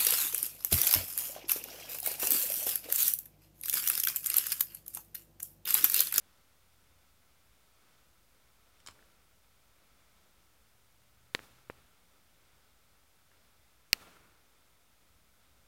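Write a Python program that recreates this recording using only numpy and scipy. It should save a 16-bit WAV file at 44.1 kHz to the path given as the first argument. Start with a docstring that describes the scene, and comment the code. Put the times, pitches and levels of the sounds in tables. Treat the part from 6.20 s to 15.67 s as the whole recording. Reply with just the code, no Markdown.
"""First comes the faint night rumble of a town, with microphone hiss and a far engine pulling up
through its gears. Something small snaps close by, its clicks exciting the resonances of a hard body,
and two soft taps follow. Then a few dry firework pops go off, each a millisecond pressure pulse.
After each pop a brief broad wash of noise holds, then drops away, and distant walls reflect the
pulse after the round trip of the sound."""
import sys
import numpy as np
from scipy import signal
from scipy.fft import rfft, irfft, next_fast_len
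from scipy.io import wavfile
from scipy.ndimage import uniform_filter1d

SR = 44100
rng = np.random.default_rng(int(sys.argv[2]) if len(sys.argv) > 2 else 0)


def file_out(sig):
    """Save sig as 16-bit WAV at sys.argv[1]."""
    # one column per channel
    cols = np.atleast_2d(sig).T
    # limit, then scale
    lim = np.clip(cols, -1, 1)
    pcm = np.round(lim * 32767).astype(np.int16)
    wavfile.write(sys.argv[1], SR, pcm)


N = 417627
TIME = np.arange(N) / SR
FFT_SIZE = next_fast_len(N + 2 * SR)
FREQ = np.maximum(np.fft.rfftfreq(FFT_SIZE, 1 / SR), 1)


# pressure spectrum of each kind of pulse: (frequency [Hz], relative level [dB])
PULSE_SPECTRA = { "crack": [(40, 0), (150, 0), (700, -3), (1100, -5.5), (1450, -4), (1900, 10.5),
                 (2800, 15), (3450, -3), (4350, 15.5), (5500, 11), (6800, -4.5), (7800, 4), (9600, -4.5),
                 (14500, 1)], "bang": [(35, -8), (130, 2.5), (500, 6.5), (700, -6), (1050, 5), (1220, -4),
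                 (1850, 10), (2700, 3), (4400, 3.5), (5200, -10.5), (8000, -10), (11000, -25),
                 (15000, -21)], "thud": [(35, -6), (100, 0), (170, -2.5), (500, 4.5), (730, -7), (950, -2),
                 (1800, -6), (2700, -11.5), (3500, -38), (15000, -54)], "knock": [(40, -14), (450, 1.5),
                 (800, -5), (1700, 4), (2300, -1), (3600, -10), (5000, -31), (15000, -43)],
                 "tap": [(40, -12), (500, 2), (1000, -9), (1720, 10), (2200, -7), (15000, -40)], }
# two soft taps following the snap, then the firework pops:
# (time [s], direct gain [dB], wash gain [dB], wall gain [dB], treble of wash and echo [dB], kind)
PULSE_EVENTS = [ (2.7917, -33, -52, -52, -6, "tap"), (2.8262, -31.5, -52, -54, -6, "tap"),
                (5.1492, 0.1, -21.5, -31, 0.5, "bang"), (5.192, -14, -49, -57, -4, "knock"),
                (5.2014, -21, -60, -60, -6, "thud"), (5.4993, -2, -27.5, -37, -4, "thud"),
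                (7.1160, -36, -55, -55, -2, "tap"), (7.7308, 1.6, -19, -20.5, -0.5, "crack"), ]

def taps_and_pops(shelf_from_hz=2792, shelf_to_hz=5500):
    """Impulsive radiation: each tap or pop is one pulse. Returns direct, wash and wall shares."""
    direct, wash, wall = np.zeros((3, N))
    for start, db, wash_db, wall_db, treble_db, kind in PULSE_EVENTS:
        add(direct, start, undb(db) * pulse(PULSE_SPECTRA[kind]))
        shelved_pulse = pulse([(shelf_from_hz, 0), (shelf_to_hz, treble_db)])
        add(wash, start, undb(wash_db) * shelved_pulse)
        add(wall, start, undb(wall_db) * shelved_pulse)
    return direct, wash, wall


# clicks: (time [s], relative level [dB], scrape decay by 60 dB [s], knock re click [dB])
SNAP_CLICKS = [(2.6018, -21.5, 0.012, -25), (2.6629, -3.5, 0.0052, -6), (2.6717, -2, 0.014, -15),
               (2.6731, -3, 0.0045, -6), (2.6857, -4, 0.0034, 5.5), (2.7092, -17.5, 0.0089, -3)]
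# ringing modes of the hard object: (frequency [Hz], bandwidth [Hz], relative gain [dB])
RING_MODES = [(1650, 300, -2), (2280, 220, 3), (3050, 340, 5), (4090, 480, 4), (5300, 240, 7.5),
              (7000, 300, 3.5), (7700, 330, 2), (8600, 330, -1), (9400, 220, -1.5)]
# modes of its hollow body: (frequency [Hz], bandwidth [Hz], gain [dB])
BODY_MODES = [(85, 9.3, -15), (330, 150, -33), (1075, 270, -21.5)]

def snap(ring_db=-32, tick_db=-51, trail_db=-19, trail_t60=0.15, wash_db=-51, wall_db=-52):
    """Modal excitation: gritty clicks ring a small hard body. Returns direct, wash and wall shares."""
    grit, knock = np.zeros((2, N))
    t = TIME[:SR]
    for start, db, t60, knock_db in SNAP_CLICKS:
        scrape = fade(t, t60) + undb(trail_db) * fade(t, trail_t60)
        blow = fade(t, t60=0.0061) + undb(-22.5) * fade(t, t60=0.18)
        add(grit, start, undb(db) * scrape * rng.standard_normal(len(t)))
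        add(knock, start, undb(db + knock_db) * blow * rng.standard_normal(len(t)))
    bright = filtered(grit, undb(ring_db) * modal_response(RING_MODES) + undb(tick_db))
    hollow = filtered(knock, modal_response(BODY_MODES))
    return bright + hollow, undb(wash_db) * grit, undb(wall_db) * grit


# spectrum of the wash of noise after each sharp sound: (frequency [Hz], gain [dB])
WASH_SPECTRUM = [(40, 9.5), (130, 12.5), (400, 10), (1500, 6.5), (4000, 3.5), (7000, -1.5), (15000, -4)]

def noise_wash(sound, hold_t60=1.8, onset_t60=0.056, onset_db=4, drop_s=0.26):
    """Convolution with noise: a brief broad wash follows each sharp sound, holds, then drops away."""
    hold = 1 / (1 + (TIME / drop_s) ** 6)
    envelope = hold * fade(TIME, hold_t60) + undb(onset_db) * fade(TIME, onset_t60)
    return filtered(sound, noise_tail(envelope) * contour(WASH_SPECTRUM))


# reflecting walls: (distance [m], relative level [dB])
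DISTANT_WALLS = [(14, 0), (22.3, 0), (36, -8), (49, -8)]
# spectrum of their echoes: (frequency [Hz], gain [dB])
WALL_SPECTRUM = [(40, 8), (130, 9.5), (500, 7.5), (850, 4.5), (1400, 9.5), (1800, 2), (2400, 3.5),
                 (4000, -7.5), (8000, -9.5), (15000, -16)]

def wall_echoes(sound, rise_s=0.018, slap_t60=0.17, linger_db=-2, linger_t60=1.1, speed_m_per_s=343):
    """Reflection: each wall slaps back after the round trip, then lingers; the energies add."""
    energy = np.zeros(N)
    for metres, db in DISTANT_WALLS:
        t = np.maximum(TIME - 2 * metres / speed_m_per_s, 0)
        rise = np.minimum(t / rise_s, 1)
        decay = fade(t, slap_t60) + undb(linger_db) * fade(t, linger_t60)
        energy += (undb(db) * rise * decay) ** 2
    return filtered(sound, noise_tail(np.sqrt(energy)) * contour(WALL_SPECTRUM))


def noise_tail(envelope, patchy_db=1.3, ring_hz=1370, ring_width_hz=110, ring_db=-9):
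    """Random impulse response: the spectrum of an uneven noise tail, ringing a little at one pitch."""
    tail = rng.standard_normal(N) * undb(patchy_db * wander(90)) * envelope
    colour = 1 + undb(ring_db) * resonance(ring_hz, ring_width_hz)
    return rfft(tail / np.linalg.norm(tail), FFT_SIZE) * colour


# one pull per gear: (time [s], duration [s], initial firing rate [Hz], climb [Hz/s], base level [dB])
GEAR_PULLS = [(-0.3, 1.6, 85.5, 1.13, -78.5), (1.504, 0.73, 106, 19, -81), (3.902, 1.88, 96.4, 17.5, -83.5)]

def far_engine(flutter_depth=0.25, drift_depth=0.0039, half_order_db=-11, throttle_s=0.3,
               rev_db_per_hz=0.31):
    """Periodic firing: only the rising note and its half order carry this far, wavering on the way."""
    out = np.zeros(N)
    drift, flutter = wander(14), wander(7.1)
    for start, length, start_hz, climb, db in GEAR_PULLS:
        t = np.clip(TIME - start, 0, length)
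        firing_hz = start_hz + climb * t
        phase = 2 * np.pi * np.cumsum(firing_hz * (1 + drift_depth * drift)) / SR
        throttle = np.minimum(np.minimum(t, length - t) / throttle_s, 1)
        gain = throttle * undb(db + rev_db_per_hz * (firing_hz - start_hz))
        out += gain * (np.sin(phase) + undb(half_order_db) * np.sin(phase / 2))
    return np.sqrt(2) * out * (1 + flutter_depth * flutter)


# noise floor of the town: (frequency [Hz], base spectral density [dB re 1/Hz])
TOWN_SPECTRUM = [(12, -110), (30, -104), (53, -92), (88, -98), (135, -103.5), (190, -103.3), (360, -107.5),
                 (560, -107), (900, -108), (1450, -108.3), (1750, -111.5), (2200, -110.7), (5000, -118),
                 (15000, -135)]
# humps on that floor: (frequency [Hz], bandwidth [Hz], base spectral density [dB re 1/Hz])
TOWN_HUMPS = [(540.6, 20, -106), (1317, 70, -103.5), (1500, 47, -108), (2190, 250, -112),
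              (3520, 290, -111.5), (5065, 850, -118), (8740, 820, -121)]
# swells of the murmur above the rumble: (peak time [s], half-length [s], rise [dB])
MURMUR_SWELLS = [(0.12, 0.3, 2.2), (1.72, 0.26, 3), (2.75, 0.6, 2.6), (3.95, 0.89, 1.7), (6.3, 0.64, 1),
                 (7.18, 0.2, 3)]
# heaves of the rumble: (peak time [s], half-length [s], rise [dB])
RUMBLE_HEAVES = [(8.98, 0.35, 4), (9.35, 0.3, 2.5)]

def town(murmur_db=-0.23, wander_db=0.44, flicker_db=0.42, split_hz=150,
         rumble_db=2.5, sink_db_per_s=0.07, rumble_flicker_db=1.0):
    """Modulated broadband noise: a murmur swells over a rumble that slowly sinks, then heaves."""
    floor = contour(TOWN_SPECTRUM)
    low_share = 1 / (1 + (FREQ / split_hz) ** 4)
    hump_power = sum(abs(undb(db) * resonance(hz, width)) ** 2 for hz, width, db in TOWN_HUMPS)
    murmur = noise(np.sqrt(floor ** 2 * (1 - low_share) + hump_power))
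    rumble = noise(floor * np.sqrt(low_share))
    murmur *= undb(murmur_db + swelling(MURMUR_SWELLS) + wander_db * wander(5) + flicker_db * wander(22))
    trend_db = rumble_db - sink_db_per_s * TIME + swelling(RUMBLE_HEAVES)
    rumble *= undb(trend_db + rumble_flicker_db * wander(5.8))
    return murmur + rumble


def swelling(swells):
    """Slow amplitude modulation: a sum of bell-shaped rises, in dB."""
    return sum(db * np.cos(np.pi / 2 * np.clip((TIME - peak) / half_length, -1, 1)) ** 4
               for peak, half_length, db in swells)


def wander(rate_hz):
    """Low-pass random process with unit standard deviation."""
    hold = int(SR / rate_hz)
    steps = np.repeat(rng.standard_normal(N // hold + 1), hold)
    smooth = uniform_filter1d(uniform_filter1d(steps, hold), hold)[:N]
    return smooth / smooth.std()


def pulse(spectrum, size=2048):
    """Minimum phase: the most abrupt causal pulse with this spectrum."""
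    grid = np.maximum(np.fft.rfftfreq(size, 1 / SR), 1)
    cepstrum = irfft(np.log(contour(spectrum, grid)))[:size // 2]
    cepstrum[1:] *= 2  # fold onto positive time
    return irfft(np.exp(rfft(cepstrum, size)))[:size // 2]


def contour(points, grid=FREQ):
    """Spectral envelope: gain through (frequency [Hz], level [dB]) points, in log frequency."""
    hz, db = np.transpose(points)
    return undb(np.interp(np.log(grid), np.log(hz), db))


def resonance(hz, width_hz):
    """Damped oscillator: band-pass response with gain 1 at its centre."""
    return 1 / (1 + 1j * (FREQ ** 2 - hz ** 2) / (FREQ * width_hz))


def modal_response(modes):
    """Modal superposition: resonances add with alternating sign."""
    return sum((-1) ** k * undb(db) * resonance(hz, width) for k, (hz, width, db) in enumerate(modes))


def filtered(sound, response):
    """Convolution: the spectrum is multiplied by a frequency response."""
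    return irfft(rfft(sound, FFT_SIZE) * response, FFT_SIZE)[:N]


def noise(density):
    """Spectral shaping: Gaussian noise with this amplitude per root hertz."""
    return filtered(rng.standard_normal(N), density) * np.sqrt(SR / 2)


def fade(t, t60):
    """Exponential decay: 60 dB in t60 seconds."""
    return np.exp(-np.log(1000) * t / t60)


def undb(db):
    """Amplitude ratio of a level in decibels."""
    return 10 ** (np.asarray(db) / 20)


def add(out, start_s, sound):
    """Superposition: mix a sound in from its start time."""
    start = int(start_s * SR)
    out[start:start + len(sound)] += sound[:N - start]


def scene():
    """Linear superposition: pops, taps and snap with their wash and echoes, over engine and town."""
    pulses, pulse_wash, pulse_wall = taps_and_pops()
    clicks, click_wash, click_wall = snap()
    tails = noise_wash(pulse_wash + click_wash) + wall_echoes(pulse_wall + click_wall)
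    return (pulses + clicks + tails + far_engine() + town())[None]


def record(dry, hiss_density_db=-114.7, converter_offset=-0.00036, cutoff_hz=16000):
    """Phase dispersion: the microphone port smears pulses; hiss is added and the top is cut."""
    port = 1 - 2 * resonance(hz=4500, width_hz=3500)  # all-pass
    heard = filtered(dry[0], port)[None] + noise(undb(hiss_density_db)) + converter_offset
    return signal.sosfilt(signal.butter(16, cutoff_hz, fs=SR, output="sos"), heard)


dry = scene()
out = record(dry)
file_out(out)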